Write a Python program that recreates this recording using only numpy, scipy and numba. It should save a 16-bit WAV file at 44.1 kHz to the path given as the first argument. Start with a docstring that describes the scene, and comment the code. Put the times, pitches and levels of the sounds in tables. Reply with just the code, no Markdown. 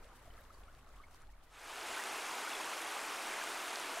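"""A quiet trickle round a stone, close by, wide in the treble, over a low rumble of air on the microphone.
It cross-fades into a louder, steady mono riffle: shallow water running fast over pebbles.
Both are swarms of bubbles, ringing as dying sines of rising pitch, and ticks of spray over a noise wash.
Single near bubbles plop and drops slap the surface throughout."""
import sys
import numpy as np
from scipy import signal
from scipy.fft import rfft, irfft
from scipy.io import wavfile
from numba import njit

SR = 44100
rng = np.random.default_rng(int(sys.argv[2]) if len(sys.argv) > 2 else 0)


def master_out(mix):
    """Clip the mix to full scale and print it as 16-bit PCM to the path in sys.argv[1]."""
    frames = np.transpose(np.atleast_2d(mix))
    ceiling = np.clip(frames, -1, 1)
    pcm = np.round(ceiling * 32767).astype(np.int16)
    wavfile.write(sys.argv[1], SR, pcm)


N = 176400
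TIME_S, BIN_HZ = np.arange(N) / SR, np.arange(N // 2 + 1) * SR / N

# air rumble, spectral density: f/Hz, level/dB
RUMBLE_SPECTRUM = [(12, 9.5), (30, -7), (48, 4), (60, -8.5), (80, -5.5), (105, -19.5), (135, -10.5),
                   (165, -26.5), (260, -20.5)]
# air rumble, envelope: t/s, level/dB
RUMBLE_ENVELOPE = [(0, -58), (.22, -58.5), (.28, -53.5), (.38, -58), (.44, -58), (0.698, -57.5), (1.3, -58),
                   (1.5, -63.5), (1.75, -67), (2.0, -74), (4, -74.5)]
# trickle, spectral density: f/Hz, level/dB
TRICKLE_SPECTRUM = [(110, -20), (170, -9.5), (250, -5), (400, -4), (660, -2.5), (850, -4.5), (1250, -3),
                    (1600, -7.5), (2100, -10.5), (2700, -16.5), (3800, -19.5), (5500, -27), (8000, -26),
                    (13000, -26), (15000, -38)]
# flow of the trickle: t/s, gain/dB
TRICKLE_ENVELOPE = [(0, 2), (.22, 1.5), (.32, 0.5), (.39, 2.5), (.5, 0.5), (.78, -1), (.86, -1), (.97, 0.5),
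                    (1.05, -2), (1.2, 0), (1.3, -5.5), (1.39, -5), (1.45, -2.5), (1.52, -2.5), (1.6, -29)]
# stereo width of the trickle: f/Hz, side minus mid/dB
TRICKLE_SIDE = [(60, -24), (130, -39), (290, -14.5), (640, -13.5), (1410, -10), (3100, -3.5), (6820, 0),
                (15000, 2)]
# fizz where the trickle breaks on the stone: t/s, boost/dB
FIZZ_SPURTS = [(.04, 3), (.17, 8), (.26, 8), (.38, 5), (.44, 5), (.55, 7), (.59, 6), (.75, 5), (.79, 7.5),
               (.97, 5), (1.125, 7), (1.16, 7), (1.22, 4), (1.32, 7), (1.44, 10), (1.505, 4)]
# riffle, spectral density: f/Hz, level/dB
RIFFLE_SPECTRUM = [(65, -66), (110, -33.5), (297, -6), (423, -3), (542, -6), (680, 0), (1050, 0),
                   (1490, -1), (1920, -4.5), (2260, -3.5), (3420, -8.5), (4120, -12), (9050, -15.5),
                   (12900, -23), (15500, -31)]
# near bubbles: t/s, f/Hz, peak/dB, T60/s, rise per T60/fraction of f, rms wobble/fraction of f
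NEAR_BUBBLES = [(.05, 590, -60, .06, 0, .05), (.273, 640, -55, .11, .5, .03),
                (.304, 3050, -60, .035, 0, .01), (.347, 650, -60, .08, .7, .04),
                (.376, 1240, -55.5, .035, .2, .04), (.377, 2050, -61, .025, 0, .05),
                (.388, 1600, -57, .04, .3, .05), (.403, 590, -59, .06, 0, .03),
                (.506, 1320, -51.5, .028, .05, .02), (.541, 4650, -63, .025, .02, .02),
                (.68, 1260, -56, .09, 1.0, .04), (.887, 1200, -60, .07, .7, .06),
                (.999, 1160, -52.5, .08, .35, .04), (1.036, 2130, -55, .055, .2, .07),
                (1.067, 1150, -59, .05, 0, .15), (1.081, 1110, -60, .04, .2, .1),
                (1.213, 1200, -61, .06, .3, .12), (1.283, 820, -63, .08, .3, .04),
                (1.334, 2150, -66, .04, .1, .09), (1.969, 1510, -39, .04, .05, .02),
                (1.997, 1880, -41, .035, .05, .02), (2.444, 1250, -39, .04, .1, .03),
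                (2.474, 1520, -40, .04, .05, .08), (2.516, 2650, -39.5, .018, .05, .01),
                (2.531, 3440, -41, .02, .05, .01), (2.55, 3450, -40, .025, 0, .02),
                (2.601, 1020, -41, .045, .05, .03), (3.335, 2100, -40, .035, .05, .02),
                (3.413, 1650, -39.5, .035, .05, .02), (3.971, 690, -39, .05, .05, .02)]
# drops slapping the surface: t/s, centre f/Hz, peak/dB
DROP_SLAPS = [(.044, 3600, -54), (.045, 7000, -57), (.131, 3400, -61), (.28, 5500, -60), (.339, 3300, -55),
              (.409, 12500, -53), (.44, 5300, -55), (.636, 3000, -54), (.729, 6500, -61), (.75, 3500, -56),
              (.789, 3800, -57), (.968, 2600, -57), (1.111, 8500, -56), (1.146, 900, -53),
              (1.146, 4900, -49), (1.22, 7500, -53), (1.271, 3694, -57), (1.324, 6500, -60),
              (1.436, 11000, -61), (2.072, 7600, -36), (2.17, 12000, -40), (2.452, 10500, -38),
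              (2.818, 8500, -35), (3.019, 7000, -39), (3.225, 11500, -39), (3.439, 8200, -37),
              (3.7577, 4350, -28.5), (3.798, 10800, -34)]

FADE_START_S, FADE_S = 1.484, 0.45
CUTOFF_HZ = 15750


def from_db(db):
    """Decibels to gain."""
    return 10 ** (np.asarray(db) / 20)


def unit_rms(x):
    """Scale to rms 1."""
    return x / np.sqrt(np.mean(x ** 2) + 1e-20)


def spectrum_db(spectrum, hz):
    """Level at hz; falls 24 dB/octave beyond the table."""
    known_hz, db = np.transpose(spectrum)
    octave, known = np.log2(np.maximum(hz, 1)), np.log2(known_hz)
    octaves_outside = np.abs(octave - np.clip(octave, known[0], known[-1]))
    return np.interp(octave, known, db) - 24 * octaves_outside


def band(x, low_hz, high_hz):
    """Causal band-pass."""
    sos = signal.butter(2, [low_hz, min(high_hz, .45 * SR)], "band", fs=SR, output="sos")
    return signal.sosfilt(sos, x + 1e-18)


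def drift(corner_hz):
    """Low-passed random wander, rms 1."""
    hop, settle = 40, 2000
    pole = np.exp(-2 * np.pi * corner_hz * hop / SR)
    noise = rng.standard_normal(N // hop + settle + 2)
    slow = signal.lfilter([1], [1, -2 * pole, pole * pole], noise)[settle:]
    return np.interp(np.arange(N) / hop, np.arange(len(slow)), unit_rms(slow))


def wash(spectrum, flicker_db, flicker_hz):
    """Distant water or moving air: coloured noise, each half-octave flickering on its own."""
    coloured = rfft(rng.standard_normal(N)) * from_db(spectrum_db(spectrum, BIN_HZ))
    half_octave = np.floor(2 * np.log2(np.maximum(BIN_HZ, 100)))
    bands = (irfft(coloured * (half_octave == k), N) for k in np.unique(half_octave))
    return unit_rms(sum(part * from_db(flicker_db * drift(flicker_hz)) for part in bands))


def rumble():
    """Air moving at the microphone, nearly mono."""
    level_db = np.interp(TIME_S, *np.transpose(RUMBLE_ENVELOPE))
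    mid = wash(RUMBLE_SPECTRUM, flicker_db=.5, flicker_hz=8)
    side = from_db(-22.5) * wash(RUMBLE_SPECTRUM, flicker_db=.5, flicker_hz=8)
    return from_db(level_db) * np.array([mid + side, mid - side])


def spray(per_s, spread_db, low_hz, high_hz):
    """Tiny droplets burst as ticks, each in one of eight octave-wide bands."""
    bursts = rng.random(N) < per_s / SR
    strength_db = spread_db * np.minimum(rng.exponential(1, N), 4)
    ticks = bursts * from_db(strength_db) * rng.choice([-1, 1], N)
    centres_hz = np.geomspace(low_hz, high_hz, 8)
    band_index = rng.integers(0, len(centres_hz), N)
    return unit_rms(sum(band(ticks * (band_index == k), hz / np.sqrt(2), hz * np.sqrt(2)) / np.sqrt(hz)
                        for k, hz in enumerate(centres_hz)))


@njit
def ring_bubbles(start_s, hz, amplitude, t60_s, rise, swell_s):
    """Each bubble is a dying sine that climbs in pitch as it nears the surface."""
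    out = np.zeros(N)
    for k in range(len(hz)):
        first = int(start_s[k] * SR)
        for i in range(min(int(t60_s[k] * SR), N - first)):
            t = i / SR
            age = t / t60_s[k]
            envelope = (1 - np.exp(-t / swell_s[k])) * np.exp(-6.91 * age)
            phase = 2 * np.pi * hz[k] * t * (1 + rise[k] * age / 2)
            out[first + i] += amplitude[k] * envelope * np.sin(phase)
    return out


def bubbles(spectrum, per_s, low_hz, high_hz, t60_cycles, spread_db, rise, small_bias):
    """Swarm at random times; small, high bubbles are more common per octave and die sooner."""
    when, smallness, force, sustain, climb, sign = rng.random((int(per_s * N / SR), 6)).T
    low, high = low_hz ** small_bias, high_hz ** small_bias
    hz = (low + smallness * (high - low)) ** (1 / small_bias)
    strength_db = spread_db * np.minimum(-np.log(1 - force), 3.5)
    tilt = hz ** (1 - small_bias / 2)  # offsets ring time and density: the swarm follows the spectrum
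    amplitude = from_db(spectrum_db(spectrum, hz) + strength_db) * tilt * np.sign(sign - .5)
    t60_s = t60_cycles / hz * 2 ** (2 * sustain - 1)
    swarm = ring_bubbles(when * N / SR, hz, amplitude, t60_s, rise * 2 * climb, swell_s=.5 / hz)
    return unit_rms(band(swarm, 0.73 * low_hz, SR))


def lapping(spurts_db):
    """Slow water round a stone: soft wash, sparse bubbles, spurts of fizz, spattering drops."""
    bed = wash(TRICKLE_SPECTRUM, flicker_db=2.0, flicker_hz=15.4)
    gurgle = bubbles(TRICKLE_SPECTRUM, per_s=900, low_hz=417.4, high_hz=11020,
                     t60_cycles=32, spread_db=4.0, rise=0.24, small_bias=0.543)
    fizz = unit_rms(spray(per_s=4600, spread_db=-1.5, low_hz=2600, high_hz=11800) * from_db(spurts_db))
    spatter = spray(per_s=230, spread_db=6.5, low_hz=1800, high_hz=5400)
    return (from_db(-66) * bed + from_db(-69.5) * gurgle
            + from_db(-77.5) * fizz + from_db(-84.5) * spatter)


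def trickle(spurt_half_s=0.017, left_over_right_db=0.5):
    """Stereo lapping: follows the flow, widens towards the treble."""
    flow_db = np.interp(TIME_S, *np.transpose(TRICKLE_ENVELOPE))
    spurts_db = sum(db * np.exp(-((TIME_S - at_s) / spurt_half_s) ** 2) for at_s, db in FIZZ_SPURTS)
    spurts_db += 2 * drift(corner_hz=30)
    hz, side_db = np.transpose(TRICKLE_SIDE)
    width = from_db(np.interp(np.log(BIN_HZ + 1), np.log(hz), side_db))
    mid = lapping(spurts_db)
    side = irfft(rfft(lapping(spurts_db)) * width, N)
    pan = from_db([[left_over_right_db / 2], [-left_over_right_db / 2]])
    return from_db(flow_db) * np.array([mid + side, mid - side]) * pan


def splashes(t60_s=.011, scatter_db=-18, edge_ratio=1.35):
    """A drop slaps the surface: one sharp click, then a faint scatter of spray."""
    out, t = np.zeros(N + SR), np.arange(SR // 20) / SR
    click = t == 0
    for start_s, hz, peak_db in DROP_SLAPS:
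        first = int(start_s * SR)
        scatter = rng.standard_normal(len(t)) * from_db(scatter_db - 60 * t / t60_s)
        slap = band(click + scatter, hz / edge_ratio, hz * edge_ratio)
        out[first:first + len(t)] += from_db(peak_db) * slap / np.abs(slap).max()
    return out[:N]


def plops(swell_s=.0015, flutter_db=1.2):
    """Larger, near bubbles: swell, decay and climb in pitch, wobbling as they deform."""
    out, t = np.zeros(N + SR), np.arange(SR // 8) / SR
    wobble = drift(corner_hz=400)
    for start_s, hz, peak_db, t60_s, rise, wobble_depth in NEAR_BUBBLES:
        first = int(start_s * SR)
        envelope = (1 - np.exp(-t / swell_s)) * from_db(-60 * t / t60_s)
        pitch_hz = hz * (1 + rise * t / t60_s + wobble_depth * np.roll(wobble, -first)[:len(t)])
        tone = np.sin(2 * np.pi * np.cumsum(pitch_hz) / SR)
        out[first:first + len(t)] += from_db(peak_db) * envelope / envelope.max() * tone
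    return out[:N] * from_db(flutter_db * drift(corner_hz=130))  # rippling surface


def riffle():
    """Fast, steady water over pebbles: wash, dense short bubbles, fewer that ring on, spray, tinkle."""
    bed = wash(RIFFLE_SPECTRUM, flicker_db=0.86, flicker_hz=23)
    gurgle = bubbles(RIFFLE_SPECTRUM, per_s=7000, low_hz=194.0, high_hz=10940,
                     t60_cycles=22, spread_db=2.5, rise=0.16, small_bias=0.4616)
    ringing = bubbles(RIFFLE_SPECTRUM, per_s=1300, low_hz=497.5, high_hz=13114,
                      t60_cycles=122, spread_db=2.5, rise=0.075, small_bias=.5)
    fizz = spray(per_s=1500, spread_db=3.7, low_hz=3000, high_hz=9600)
    tinkle = bubbles(RIFFLE_SPECTRUM, per_s=350, low_hz=5500, high_hz=13300,
                     t60_cycles=103, spread_db=2.5, rise=0.054, small_bias=0.71)
    return (from_db(-45.5) * bed + from_db(-46.5) * gurgle + from_db(-52.5) * ringing
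            + from_db(-56.5) * fizz + from_db(-60.5) * tinkle)


def scene():
    """Wide trickle cross-fades to centred riffle; plops, splashes and rumble bypass the fade."""
    fade = np.clip((TIME_S - FADE_START_S) / FADE_S, 0, 1)
    return (1 - fade) * trickle() + fade * riffle() + plops() + splashes() + rumble()


def record(dry):
    """Steep low-pass."""
    return signal.sosfilt(signal.ellip(12, .1, 80, CUTOFF_HZ, fs=SR, output="sos"), dry)


dry = scene()
out = record(dry)
master_out(out)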